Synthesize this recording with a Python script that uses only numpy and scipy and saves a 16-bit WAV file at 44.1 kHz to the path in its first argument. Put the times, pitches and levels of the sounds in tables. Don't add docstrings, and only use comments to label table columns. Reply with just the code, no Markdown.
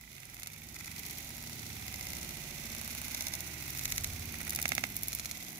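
import sys
import numpy as np
from scipy import signal
from scipy.fft import rfft, irfft
from scipy.io import wavfile
from scipy.ndimage import uniform_filter1d

SR = 44100
rng = np.random.default_rng(int(sys.argv[2]) if len(sys.argv) > 2 else 0)


def volts_from_decibels(level):
    exponent = np.asarray(level, float) / 20
    return 10 ** exponent


def inscribe(sig):
    pcm = np.round(np.clip(np.atleast_2d(sig).T, -1, 1) * 32767)
    wavfile.write(sys.argv[1], SR, pcm.astype(np.int16))


N = 246519
FIRE_N = SR * 3 // 2


# start_s, knock_db, snap_db, spit_db
SAP_BURSTS = [(0.0773, -37, -48, -61), (0.1068, -24.5, -38, -40), (0.1283, -58, -39, -34),
              (0.174, -61, -38, -30), (0.1967, -26, -34, -45), (0.2083, -26.5, -27.5, -26),
              (0.321, -56, -39, -57), (0.3642, -42, -38, -49), (0.383, -45, -38.5, -46),
              (0.3941, -42, -42, -33.5), (0.6505, -35, -36, -46), (0.7466, -37, -41, -55),
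              (0.768, -32.5, -38.5, -32.5), (0.7963, -37.5, -39, -45), (0.8331, -30.5, -25, -37.5),
              (0.8474, -50, -33, -32), (0.953, -56, -42, -31), (0.9716, -26, -22.5, -32.5),
              (1.027, -36.5, -52, -43), (1.0791, -31, -41, -49), (1.106, -37, -32.5, -25),
              (1.1165, -40, -24.5, -23.5), (1.1455, -12, -28, -36), (1.1594, -30, -45, -39),
              (1.209, -53, -56, -33), (1.219, -37, -40, -19), (1.227, -62, -44, -43),
              (1.253, -46, -52, -47), (1.266, -33, -26, -34), (1.2705, -48, -35, -40)]
# start_s, knock_db, snap_db, spit_db
SMALL_CRACKLES = [(0.0118, -35, -46, -30), (0.0174, -55, -49, -54), (0.041, -48, -62, -57),
                  (0.0645, -32, -53, -52), (0.0898, -35, -34, -49), (0.0994, -36, -47, -48),
                  (0.167, -41, -51, -56), (0.182, -57, -45, -39), (0.2137, -47, -40, -48),
                  (0.2196, -45, -52, -49), (0.236, -59, -55, -45), (0.2567, -64, -52, -43),
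                  (0.2877, -58, -62, -41), (0.3108, -57, -47, -48), (0.3152, -45, -46, -49),
                  (0.3252, -39, -40, -48), (0.3614, -44, -54, -41), (0.4155, -41, -53, -55),
                  (0.4573, -52, -44, -38), (0.4707, -34.5, -46, -38), (0.495, -52, -47.5, -60),
                  (0.5316, -65, -53, -46.5), (0.5462, -50, -57.5, -65.5), (0.5835, -42, -51, -38),
                  (0.599, -36, -37.5, -36), (0.6335, -39, -40, -37), (0.739, -62, -51, -38),
                  (0.7754, -44, -53, -52), (0.8013, -52, -42, -46), (0.823, -62, -50, -56),
                  (0.906, -49, -43, -49), (0.9122, -52, -43.5, -48), (0.9284, -35, -57, -31),
                  (0.9418, -56, -49, -44), (0.9645, -43, -48, -32), (1, -44, -41, -35.5),
                  (1.061, -62, -49, -32.5), (1.089, -31.5, -44, -30.5), (1.174, -50, -55, -35),
                  (1.1967, -46, -52, -37), (1.2117, -65, -59, -57), (1.2566, -32, -37, -38),
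                  (1.3035, -54, -48, -39), (1.3082, -44, -45, -52), (1.3248, -47, -37, -52),
                  (1.3316, -54, -55, -33), (1.3419, -60, -50, -51), (1.3469, -44, -42, -51),
                  (1.3613, -67.5, -50, -42), (1.3713, -62, -56, -37), (0.6168, -52, -40, -47)]
# freq_hz, gain_db
POP_TONE = [(450, 3), (750, -4), (1400, 9), (2300, 2), (3800, 4), (6500, 0), (8500, 3.5), (11000, 1),
            (15300, 0.5)]
POP_LAG_SAMPLES = 4


def pops():
    lead = SR * 3 // 1000
    t = (np.arange(SR // 50) - lead) / SR
    layers = np.zeros((3, 2, FIRE_N + len(t)))
    tail_gain = np.array([[.12], [.16], [.16]])
    tail = tail_gain * volts_from_decibels(-60 * np.abs(t) / np.where(t > 0, .02, .009))
    bounce_gain = -np.array([.42, .45, .35])[:, None, None]
    crack_gain, bounce_s = 10, 0.00203
    for start_s, *db in SAP_BURSTS + SMALL_CRACKLES + ticks():
        blur = np.clip(volts_from_decibels(-.9 * (max(db) + 27)), 1, 5)
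        both, left, right = rng.standard_normal((3, len(t)))
        spray = np.array([both + 6.3 * left, both + 0.74 * right]) / 2.46
        crack = (t == 0) * crack_gain / blur ** 2
        spike = np.exp(-.5 * (t / blur / .00018) ** 2) * spray + crack
        bounce = bounce_gain * np.roll(spike[::-1], round(bounce_s * SR), axis=1)
        size = np.sqrt(np.sum(spike ** 2) / 2 / blur)
        burst = spike / size + bounce / size + 0.5 * tail[:, None] * spray
        at = round(start_s * SR)
        layers[:, :, at:at + len(t)] += volts_from_decibels(db)[:, None, None] * burst
    layers[:, 0] = np.roll(layers[:, 0], POP_LAG_SAMPLES, axis=1)

    hz = np.fft.rfftfreq(FIRE_N, 1 / SR)
    colour = ports(347, 22000, depth=1.0, tone=POP_TONE)
    total = np.linalg.norm(colour(hz))
    spectrum = 0
    for layer, edges_hz, trim_db in zip(layers, [(20, 2430), (4700, 10940), (9200, 41000)], [14.5, 15, 15]):
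        split = band(hz, *edges_hz)
        share = volts_from_decibels(trim_db) * split * total / np.linalg.norm(colour(hz) * split)
        spectrum = spectrum + share * rfft(layer[:, lead:FIRE_N + lead])
    return coloured(irfft(spectrum, FIRE_N), colour)


# knock_db, snap_db, spit_db
TICK_DB = [-46, -47.5, -54.5]
TICK_COUNT, TICK_SCATTER_DB = 40, -6.5


def ticks():
    chance = rng.random((TICK_COUNT, 4))
    scatter = np.sqrt(12) * (chance[:, 1:] - .5)
    db = np.array(TICK_DB) + TICK_SCATTER_DB * scatter
    start_s = chance[:, 0] * 1.4
    return np.column_stack([start_s, db]).tolist()


# freq_hz, density_db_per_hz
ROAR = [(15, -43), (25, -13.5), (45, -4), (66, 2.5), (95, 0), (125, -5), (170, -33)]
# freq_hz, density_db_per_hz
FLUTTER = [(85, -36.5), (125, 0.5), (160, 1), (195, -6), (232, -1.5), (270, -9), (340, -9.5), (420, -17),
           (600, -38)]
# roar_db, flutter_db, steam_db, fizz_db
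GUST_DB = [2.5, 2.2, 0.11, 2.1]


def flames():
    roar_db = flame_db(column=1, over_db=0.0, gust_db=GUST_DB[0])
    flutter_db = flame_db(column=2, over_db=0.5, gust_db=GUST_DB[1])
    return billow(ROAR, roar_db, left_db=-2.0) + billow(FLUTTER, flutter_db, left_db=-3.5)


def billow(spectrum, level_db, left_db):
    x = coloured(noise_pair(), lambda hz: volts_from_decibels(along(spectrum, hz)))
    power = uniform_filter1d(np.mean(x ** 2, 0), size=900)
    swell = np.abs(uniform_filter1d(power, size=900))
    evened_share = .75
    even = x / (swell + 1e-9) ** (evened_share / 2)
    return even * volts_from_decibels(level_db) * volts_from_decibels([[left_db / 2], [-left_db / 2]])


def wood():
    steam_db = flame_db(column=3, over_db=-0.5, gust_db=GUST_DB[2])
    fizz_db = flame_db(column=3, over_db=3, gust_db=GUST_DB[3])
    steam = seethe(410, 2390, steam_db, rate_per_s=210, spread_db=-8.0, life_s=0.11, smooth=20.0)
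    fizz = seethe(2850, 16600, fizz_db, rate_per_s=210, spread_db=1.5, life_s=0.023, smooth=2.1)
    return steam + fizz + pops()


def seethe(lo_hz, hi_hz, level_db, rate_per_s, spread_db, life_s, smooth):
    chance = rng.random((2, FIRE_N))
    sizes = (chance[0] < rate_per_s / SR) * volts_from_decibels(-spread_db * np.log(chance[1] + .03))
    decay = volts_from_decibels(-120 * np.arange(600) / SR / life_s)
    bursts = np.convolve(sizes ** 2, decay)[:FIRE_N]
    power = smooth + bursts / np.mean(bursts)
    hiss = coloured(noise_pair() * np.sqrt(power), ports(lo_hz, hi_hz, depth=0.72))
    return volts_from_decibels(level_db) * unit(hiss)


# time_s, core_db, tongues_db, steam_db
BLAZE = [(0, -46, -51, -49.5), (.1, -47.5, -46.5, -44.5), (.2, -48, -50.5, -47.5),
         (.3, -46.5, -52.5, -49.5), (.4, -50.5, -52.5, -48.5), (.5, -48.5, -49, -49),
         (.6, -48.5, -49, -47.5), (.7, -49, -48, -47), (.8, -48.5, -50, -45), (.9, -50.5, -49, -46.5),
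         (1.0, -42.5, -49, -46.5), (1.08, -48.5, -50.5, -46), (1.16, -49, -48, -46.5),
         (1.26, -52, -48.5, -47), (1.38, -60.5, -46, -48)]
GUSTS_PER_S = 38


def flame_db(column, over_db, gust_db):
    rows, t = np.array(BLAZE), np.arange(FIRE_N) / SR
    gusts = rng.standard_normal(2 * GUSTS_PER_S)
    gust = np.interp(t * GUSTS_PER_S, np.arange(len(gusts)), gusts)
    return np.interp(t, rows[:, 0], rows[:, column]) + over_db + gust_db * gust


# freq_hz, likeness_0_to_1
PORT_LIKENESS = [(60, 1), (250, .95), (600, 0.88), (1400, 0.36), (3000, 0.06)]


def noise_pair():
    a, b = rfft(rng.standard_normal((2, FIRE_N)))
    likeness = np.clip(along(PORT_LIKENESS, np.fft.rfftfreq(FIRE_N, 1 / SR)), 0, 1)
    turn = np.arccos(likeness) / 2
    return irfft([np.cos(turn) * a + np.sin(turn) * b, np.cos(turn) * a - np.sin(turn) * b], FIRE_N)


# freq_hz, density_db_per_hz
LEFT_PORT = [(450, -38.5), (700, -16.5), (1100, -29), (1700, -26.5), (2100, -18.5), (2500, -15.5),
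             (2850, -28), (3600, -10.5), (5000, -15.5), (6800, -13), (8000, -29), (12000, -17),
             (15300, -20), (16500, -63)]
RIGHT_PORT = [(450, -16.5), (730, -9.5), (1100, -18), (1800, -12), (2000, 2.5), (2450, 1.5), (3000, -7),
              (3700, -6.5), (5000, -10.5), (5900, -3), (9000, -16.5), (11000, -6), (13300, -11.5),
              (14600, -7), (15300, -6), (16500, -38)]


def ports(lo_hz, hi_hz, depth, tone=((1, 0),)):
    def gain(hz):
        colour_db = np.array([along(LEFT_PORT, hz), along(RIGHT_PORT, hz)])
        return volts_from_decibels(depth * colour_db + along(tone, hz)) * band(hz, lo_hz, hi_hz)
    return gain


def along(points, hz):
    f, v = np.transpose(points)
    return np.interp(np.log(hz + 1), np.log(f + 1), v)


def unit(x):
    return x / np.sqrt(np.mean(x ** 2) + 1e-20)


def band(hz, lo_hz, hi_hz):
    return 1 / np.sqrt((1 + (lo_hz / (hz + 1)) ** 8) * (1 + (hz / hi_hz) ** 8))


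def coloured(x, gain):
    g = np.atleast_2d(gain(np.fft.rfftfreq(4096, 1 / SR)))
    cepstrum = irfft(np.log(g + 1e-6))
    cepstrum[:, 1:2048] *= 2
    kernel = irfft(np.exp(rfft(cepstrum[:, :2048], 4096)))
    kernel = kernel / np.sqrt(np.mean(np.sum(kernel ** 2, 1)))
    return signal.fftconvolve(x, kernel, axes=1)[:, :x.shape[1]]


RESTARTS = [0.0, 0.0174, 0.0618, 0.09, 0.1247, 0.1504, 0.1903, 0.2087, 0.232, 0.2559, 0.2907, 0.3002, 0.332,
            0.341, 0.375, 0.3804, 0.4147, 0.4182, 0.4399, 0.4615, 0.4781, 0.4858, 0.5017, 0.5233, 0.5423,
            0.5532, 0.5739, 0.5893, 0.6066, 0.625, 0.6421, 0.6516, 0.6582, 0.6814, 0.6984, 0.7136, 0.7293,
            0.7363, 0.7494, 0.763, 0.7815, 0.8004, 0.8108, 0.8364, 0.8467, 0.8577, 0.882, 0.8913, 0.9089,
            0.9214, 0.9426, 0.9582, 0.9765, 0.9948, 1.0069, 1.0237, 1.039, 1.0641, 1.077, 1.0928, 1.1116,
            1.1324, 1.1579, 1.1701, 1.1998, 1.2127, 1.2318, 1.2558, 1.2809, 1.3031, 1.3301]
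FIRST_SPLICE_S, PIECE_S = .05687, .079482
BLEND_S, BLEND_LEAD_S = .009, .003


def lags():
    starts_s = np.append(0, np.arange(FIRST_SPLICE_S, N / SR, PIECE_S))
    behind_s = starts_s - np.ravel(RESTARTS)
    splices = np.round((starts_s[1:] - BLEND_LEAD_S) * SR).astype(int)
    return splices, np.round(behind_s * SR).astype(int)


def slowed(x, splices, lag, size):
    n, blend, behind = np.arange(N), round(BLEND_S * SR), lag.copy()
    for k, at in enumerate(splices):
        ending = x[1, at - behind[k]:][:blend]
        start = at - behind[k + 1] - size
        match = np.correlate(x[1, start:start + 2 * size + blend], ending)
        behind[k + 1] += size - np.argmax(match)
    piece = np.searchsorted(splices, n, "right")
    mix = np.clip((n - np.append(-SR, splices)[piece]) / blend, 0, 1)
    new = x[:, n - behind[piece]]
    old = x[:, n - behind[np.maximum(piece - 1, 0)]]
    return mix * new + (1 - mix) * old


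# time_s, gain_db
FADER = [(0, -12.5), (.1, -14.5), (.45, -9), (.9, -4), (2, -2.5), (4.4, -3), (5.6, -5.5)]
LEFT_LAG_SAMPLES = 6


def scene():
    time_s, gain_db = np.transpose(FADER)
    cuts = lags()
    fire = slowed(flames(), *cuts, size=170) + slowed(wood(), *cuts, size=0)
    left, right = fire * volts_from_decibels(np.interp(np.arange(N) / SR, time_s, gain_db))
    return np.array([np.roll(left, LEFT_LAG_SAMPLES), right])


def low_pass(x):
    return signal.sosfilt(signal.butter(12, 16660, fs=SR, output="sos"), x)


def record(dry):
    top_hz, click_top_hz, click_over_db = 15750, 16900, 15
    hz, whole = np.fft.rfftfreq(N, 1 / SR), rfft(dry)
    kept = irfft(whole * (hz < top_hz), N)
    top = irfft(whole * (hz >= top_hz) * (hz < click_top_hz), N)
    power = np.sum(top ** 2, 0)
    now, around = uniform_filter1d(power, 128), uniform_filter1d(power, 8192)
    gate = uniform_filter1d(1. 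* (now > around * volts_from_decibels(click_over_db)), size=128)
    return low_pass(kept + gate * top)


dry = scene()
out = record(dry)
inscribe(out)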